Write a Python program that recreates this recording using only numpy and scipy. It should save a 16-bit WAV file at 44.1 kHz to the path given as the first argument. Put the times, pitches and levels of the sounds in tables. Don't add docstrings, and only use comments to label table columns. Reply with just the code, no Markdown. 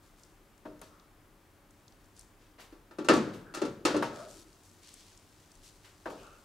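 import sys
import numpy as np
from scipy import signal
from scipy.fft import rfft, irfft, next_fast_len
from scipy.io import wavfile

SR = 44100
rng = np.random.default_rng(int(sys.argv[2]) if len(sys.argv) > 2 else 0)


def output_pcm(signal):
    pcm = np.clip(np.atleast_2d(signal).T, -1, 1) * 32767
    wavfile.write(sys.argv[1], SR, np.round(pcm).astype(np.int16))


N = 284004
TIME_S = np.arange(N) / SR
RING_S = np.arange(24576) / SR
BAND_HZ = 31.25 * 2 ** (np.arange(19) / 2)
SIMMER_HZ = 6600

# frequency in Hz, side minus mid in dB, left minus right in dB.
STEREO_IMAGE = [(40, -11, 1), (120, -18, 1.5), (280, -19, 1.9), (500, -15, 2), (1000, -7, 2.2),
                (2000, -6.5, .6), (4000, -9, 1.3), (8000, -6, 4.8), (14000, -3, 3.7)]
# start in seconds, end in seconds, simmer level in dB.
BLADE_ON_COMB = [(0, 1.052, -81), (1.701, 2.246, -77), (4.443, 6.438, -68)]


def undb(db):
    return 10 ** (np.asarray(db) / 20)


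def columns_at(table, hz):
    table_hz, *columns = np.transpose(table)
    return [np.interp(np.log(hz), np.log(table_hz), column) for column in columns]


def unit_rms(x):
    return x / np.sqrt(np.mean(x ** 2))


def unit_burst(x):
    return x / np.sqrt(np.sum(x * x, axis=-1, keepdims=True) / (.02 * SR))


def decay(t60_s):
    rate = -np.log(1000) / np.maximum(t60_s, .002)
    return np.exp(np.maximum(np.outer(rate.astype(np.float32), RING_S.astype(np.float32)), -20))


def add(out, start_s, sound):
    i = int(start_s * SR)
    out[:, i:i + sound.shape[1]] += sound[:, :N - i]


def drift(rate_hz):
    return np.interp(TIME_S * rate_hz, np.arange(2000), rng.standard_normal(2000))


def swell(t, length_s, attack_s, sag_db_per_s, release_s):
    rise = np.sin(np.pi / 2 * np.clip(t / attack_s, 0, 1)) ** 2
    sag = undb(-sag_db_per_s * np.clip(t, 0, length_s))
    return rise * sag * np.exp(-np.clip((t - length_s) / release_s, 0, 20))


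def hump_db(hz, centre_hz, octaves):
    return -10 / np.log(10) * (np.log2(hz / centre_hz) / octaves) ** 2


def wax_db(hz, centre_hz, octaves, top_hz=11000):
    return hump_db(hz, centre_hz, octaves) - 10 * np.log10(1 + (hz / top_hz) ** 18)


def contact_db(hz, thud_db, clang_db, contact_ms, crossover_hz=411):
    thud_share = 1 / (1 + (hz / crossover_hz) ** 5.2)
    cycles = hz * contact_ms / 1000
    clang = undb(clang_db) / (1 + cycles ** 2) ** 0.88
    return 10 * np.log10(thud_share * undb(thud_db) ** 2 + (1 - thud_share) * clang ** 2)


def noise_bands():
    size = next_fast_len(N + len(RING_S), real=True)
    octave = np.log2(np.maximum(np.fft.rfftfreq(size, 1 / SR), 1))
    white = rfft(rng.standard_normal((2, size)).astype(np.float32))
    bands = []
    for hz, side_db, pan_db in zip(BAND_HZ, *columns_at(STEREO_IMAGE, BAND_HZ)):
        window = np.maximum(1 - 2 * abs(octave - np.log2(hz)), 0).astype(np.float32)
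        mid, side = irfft(white * window, size)
        ears = np.array([mid + undb(side_db) * side, mid - undb(side_db) * side])
        bands.append(unit_rms(ears) * undb([[pan_db / 2], [-pan_db / 2]]))
    return np.array(bands, np.float32)


def decay_in_room(t60_s):
    # frequency in Hz, level re direct sound in dB, t60 in seconds, build-up in seconds.
    room_tail = [(69.6, 0, 0.5, 0.062), (150, 0.5, 1, 0.02), (324, -7, 0.79, 0.0062),
                 (1024, -6, 0.8, 0.0027), (4100, -9.5, 0.58, 0.0095), (14300, -9, 0.39, 0.011)]
    room_db, room_t60_s, build_s = columns_at(room_tail, BAND_HZ)
    tail = unit_burst(decay(room_t60_s) * (1 - decay(build_s * np.log(1000))) ** 2)
    direct = unit_burst(decay(t60_s) * (1 - decay(6 / BAND_HZ)) ** 2)
    return np.hypot(direct, tail * undb(room_db)[:, None].astype(np.float32))


def dense_ring(bands, envelopes, band_db):
    offset = rng.integers(N)
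    ring = bands[:, :, offset:offset + len(RING_S)] * envelopes[:, None]
    target_energy = np.einsum('bt,bt->b', envelopes, envelopes)
    ring_energy = np.einsum('bct,bct->b', ring, ring)
    gains = undb(band_db) * np.sqrt(target_energy / ring_energy)
    return np.einsum('b,bct->ct', gains.astype(np.float32), ring)


def struck(bands, blows, modes, dense_modes, detune, ear_phase_rad):
    out = np.zeros((2, N))
    hz, mode_db, t60_s = np.transpose(modes)
    dense_db, dense_t60_s = columns_at(dense_modes, BAND_HZ)
    dense_envelopes = decay_in_room(dense_t60_s)
    envelopes = (np.sqrt(2) * unit_burst(decay(t60_s) * (1 - decay(2 / hz)))).astype(np.float32)
    side_db, pan_db = columns_at(STEREO_IMAGE, hz)
    skew_rad = ear_phase_rad * undb(side_db) * (-1) ** np.arange(len(hz))
    ears = np.array([undb(ear * pan_db / 2) * np.exp(1j * ear * skew_rad) for ear in (1, -1)])
    for (start_s, *blow), (spot, load) in zip(blows, rng.uniform(-1, 1, (len(blows), 2, len(hz)))):
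        share = ears * np.sign(spot) * (.5 + abs(spot)) * undb(contact_db(hz, *blow) + mode_db)
        loaded_hz = hz * (1 + detune * load)
        phase = np.outer(2 * np.pi * loaded_hz, RING_S).astype(np.float32)
        clear = share.real @ (envelopes * np.sin(phase)) + share.imag @ (envelopes * np.cos(phase))
        dense = dense_ring(bands, dense_envelopes, contact_db(BAND_HZ, *blow) + dense_db)
        add(out, start_s, clear + dense)
    return out


def room_air(bands, air_db=-61):
    # frequency in Hz, relative noise density in dB.
    air_spectrum = [(19, -42), (32, 5.5), (70, -16), (105, 6.5), (126, -11.5), (159, -10), (288, -12.5),
                    (448, -8), (551, -27), (595, -17.5), (1110, -17), (4590, -31.5), (15500, -34)]
    # frequency in Hz, level in dB.
    hum_tones = [(101, -76.5), (301, -74.5), (560, -79.5)]
    gains = undb(columns_at(air_spectrum, BAND_HZ)[0]) * np.sqrt(BAND_HZ)
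    air = np.einsum('b,bct->ct', gains, bands)[:, ::-1][:, :N]
    hum = sum(undb(db) * np.sqrt(2) * np.sin(2 * np.pi * hz * TIME_S + drift(rate_hz=11))
              for hz, db in hum_tones)
    return unit_rms(air) * undb(air_db) + hum


def scuffs(bands, attack_s=0.013):
    # start in seconds, level in dB, centre in Hz.
    touches = [(2.579, -56, 1160), (2.593, -56.5, 3870), (3.328, -57.5, 3240), (5.837, -59, 2630)]
    out = np.zeros((2, N))
    envelopes = decay_in_room(t60_s=[0.32])
    onset = np.minimum(RING_S / attack_s, 1)
    for start_s, db, hz in touches:
        add(out, start_s, onset * dense_ring(bands, envelopes, db + hump_db(BAND_HZ, hz, octaves=1.49)))
    return out


def rubs(bands):
    # start in seconds, length in seconds, level in dB, centre in Hz.
    slides = [(0.898, 0.15, -62.5, 1200), (3.445, 0.11, -55, 1460), (3.451, .1, -58, 350),
              (4.15, 0.14, -45, 606.5), (4.163, .05, -52, 1220), (4.33, 0.16, -55, 333),
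              (6.157, 0.21, -61.5, 2670), (6.212, 0.17, -55, 1310)]
    out = np.zeros((2, N))
    friction = np.einsum('b,bct->ct', np.sqrt(BAND_HZ), bands)
    bin_hz = np.fft.rfftfreq(len(RING_S), 1 / SR) + 1
    for start_s, length_s, db, hz in slides:
        offset = rng.integers(N // 2)
        resonance = undb(hump_db(bin_hz, hz, octaves=0.18))
        noise = irfft(rfft(friction[:, offset:offset + len(RING_S)]) * resonance)
        envelope = swell(RING_S, length_s, attack_s=0.036, sag_db_per_s=51, release_s=0.05)
        add(out, start_s, unit_rms(noise) * undb(db) * envelope)
    return out


def tub_drops(bands):
    # start in seconds, thud in dB, clang in dB, contact time in ms.
    drops = [(.653, -41.5, -44.5, 1.1), (.681, -49, -65, 1.1), (0.8145, -52, -56, 0.21),
             (4.024, -40, -31.5, 0.59), (6.057, -44, -31.5, 1.38), (6.1, -44, -55.5, 0.22)]
    # frequency in Hz, gain in dB, t60 in seconds.
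    modes = [(214, -14.5, 0.34), (299, -7, 0.48), (352, -23, 0.34), (386, -15, 0.91), (489, -32, 0.51),
             (586, -17, 1), (630, -3.5, 0.36), (907, -13, 0.62), (938, -8, 0.21), (1138, -12, 0.23),
             (1290, -11.5, 1), (1500, -34, 0.37)]
    dense_modes = [(62.5, -35, 0.11), (216, -9.5, 0.079), (490, -3, 0.33), (780, -4.5, 0.094),
                   (1430, 1.5, 0.097), (2070, -5, 0.15), (5400, 2.5, 0.44), (15000, 4, 0.066)]
    return struck(bands, drops, modes, dense_modes, detune=0.0129, ear_phase_rad=0.83)


def wax_ticks(bands, faint_per_span=4, faint_db=-73, spread_db=2):
    # start in seconds, level in dB, centre in Hz. The scrap lands at 0.8145 s.
    loud_ticks = [(.234, -62, 6500), (0.8145, -53.5, 10800), (.997, -68.5, 4500), (1.7072, -69, 7460),
                  (1.880, -63, 5030), (2.165, -66, 7040), (2.193, -55, 8250), (2.21, -61.5, 7200),
                  (4.529, -69, 5600), (4.9397, -54, 8600), (5.1742, -62.5, 6700), (5.517, -63.5, 6600),
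                  (5.553, -66, 6900)]
    out = np.zeros((2, N))
    envelopes = decay_in_room(t60_s=[0.018])
    faint_snaps = [(start_s + when * (end_s - start_s),
                    faint_db + spread_db * (2 * size - 1),
                    SIMMER_HZ * 2 ** (pitch - .5))
                   for start_s, end_s, _ in BLADE_ON_COMB
                   for when, size, pitch in rng.random((faint_per_span, 3))]
    for start_s, db, hz in loud_ticks + faint_snaps:
        tick = dense_ring(bands, envelopes, db + wax_db(BAND_HZ, hz, octaves=0.42))
        add(out, min(start_s, TIME_S[-1]), tick)
    return out


def blade_motion(attack_s=0.05, sag_db_per_s=21, release_s=0.053):
    # start in seconds, length in seconds, hiss level in dB, centre in Hz.
    strokes = [(0, .08, -68, 6950), (0.145, 0.11, -67, 7200), (2.137, .05, -62, 6500),
               (2.373, 0.11, -70, 4460), (4.111, 0.14, -56, 5370), (4.258, 0.15, -55, 7260),
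               (4.614, 0.064, -61.5, 9650), (4.805, 0.33, -57, 5100), (5.613, 0.053, -55, 6200),
               (6.133, 0.13, -64, 4300)]
    t = TIME_S[::64]
    simmer = sum(undb(db) * swell(t - start_s, end_s - start_s, attack_s, 0, release_s)
                 for start_s, end_s, db in BLADE_ON_COMB)
    parts = [(undb(db) * swell(t - start_s, length_s, attack_s, sag_db_per_s, release_s), hz)
             for start_s, length_s, db, hz in strokes]
    parts.append((simmer + 1e-7, SIMMER_HZ))
    power = sum(gain ** 2 for gain, _ in parts)
    centre_hz = sum(gain ** 2 * hz for gain, hz in parts) / power
    return np.interp(TIME_S, t, np.sqrt(power)), np.interp(TIME_S, t, centre_hz)


def wax_sizzle(bands, grain_count=1200, grain_db=-3, spread_db=5, grain_s=0.0008):
    gain, centre_hz = blade_motion()
    hiss = sum(band[:, -N:] * undb(wax_db(hz, centre_hz, octaves=1.0))
               for hz, band in zip(BAND_HZ, bands) if hz > 1000)
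    sizes = undb(grain_db + spread_db * np.minimum(rng.exponential(size=grain_count), 2))
    impulses = np.zeros(N)
    impulses[rng.integers(N, size=grain_count)] = sizes
    grains = signal.lfilter([1], [1, -np.exp(-1 / (grain_s * SR))], impulses)
    return unit_rms(hiss * (1 + grains)) * gain


def blade_ping(start_s=3.087):
    # frequency in Hz, level in dB, t60 in seconds.
    modes = [(2825, -36.5, 0.044), (2940, -38, .045), (7350, -39, 0.029)]
    out = np.zeros((2, N))
    hz, db, t60_s = np.transpose(modes)
    rings = unit_burst(decay(t60_s) * np.sin(2 * np.pi * np.outer(hz, RING_S)))
    add(out, start_s, (undb(db) @ rings)[None])
    return out


def tray_knocks(bands):
    # start in seconds, thud in dB, clang in dB, contact time in ms.
    knocks = [(2.724, -49.5, -63, 0.27), (2.910, -55.5, -55.5, 0.44), (2.985, -31, -45, 0.33),
              (3.046, -37.5, -52.5, 0.13), (3.086, -26, -21.5, 0.34), (3.096, -14.5, -22.5, 0.8),
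              (3.135, -21, -38.5, 0.15), (3.155, -23, -45.5, 0.14), (3.166, -27, -42, 0.23),
              (3.263, -36, -79, .3), (3.539, -63, -46, 0.24), (3.546, -46, -46.5, 0.058),
              (3.572, -40, -45.5, 0.25), (3.617, -23.5, -40.5, 0.24), (3.651, -36.5, -47, 0.19),
              (3.851, -24, -27.5, 0.2), (3.867, -35, -36, 0.59), (3.903, -38, -37.5, 0.47),
              (3.944, -24.5, -30.5, .9), (3.964, -25, -42.5, 0.18)]
    # frequency in Hz, gain in dB, t60 in seconds.
    modes = [(166.2, -26, 0.4), (220.4, -20, 0.79), (254.3, -22, 0.29), (300.6, -6, 0.17),
             (316.4, -8.5, 0.27), (350.7, -8.5, 0.27), (399, -11, 0.17), (492.4, -11.5, 0.25),
             (548, -14.5, 0.23), (564.5, -9.5, 0.43), (613, -11.5, 0.14), (770, -14.5, 0.11),
             (871, -10, 0.33), (966, -13, 0.17), (1020, -22, 0.24), (1147, -8, 0.42), (1253, -8, 0.17),
             (1300, -11.5, 0.45), (1364, -4.5, .3), (1433, -19.5, 0.4), (1770, -9, 0.19),
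             (2690, -8.5, 0.11), (2810, -19, 0.21), (4230, -11.5, 0.061)]
    dense_modes = [(50.1, -55, .3), (111, -27, 0.91), (218, -16, 0.39), (332, -6, 0.063), (503, -8, 0.32),
                   (796, -11.5, 0.3), (1320, -2.5, 0.21), (2130, -7.5, 0.22), (2830, -6, 0.26),
                   (4350, -1, 0.21), (7570, 1.5, .11), (11300, -7.5, 0.097), (15000, -11, 0.073)]
    return struck(bands, knocks, modes, dense_modes, detune=0.004, ear_phase_rad=1.15)


def scene():
    bands = noise_bands()
    handling = tray_knocks(bands) + blade_ping() + tub_drops(bands) + rubs(bands) + scuffs(bands)
    return handling + wax_ticks(bands) + wax_sizzle(bands) + room_air(bands)


def record(dry):
    return signal.sosfilt(signal.ellip(10, .2, 80, 15700, fs=SR, output="sos"), dry)


dry = scene()
out = record(dry)
output_pcm(out)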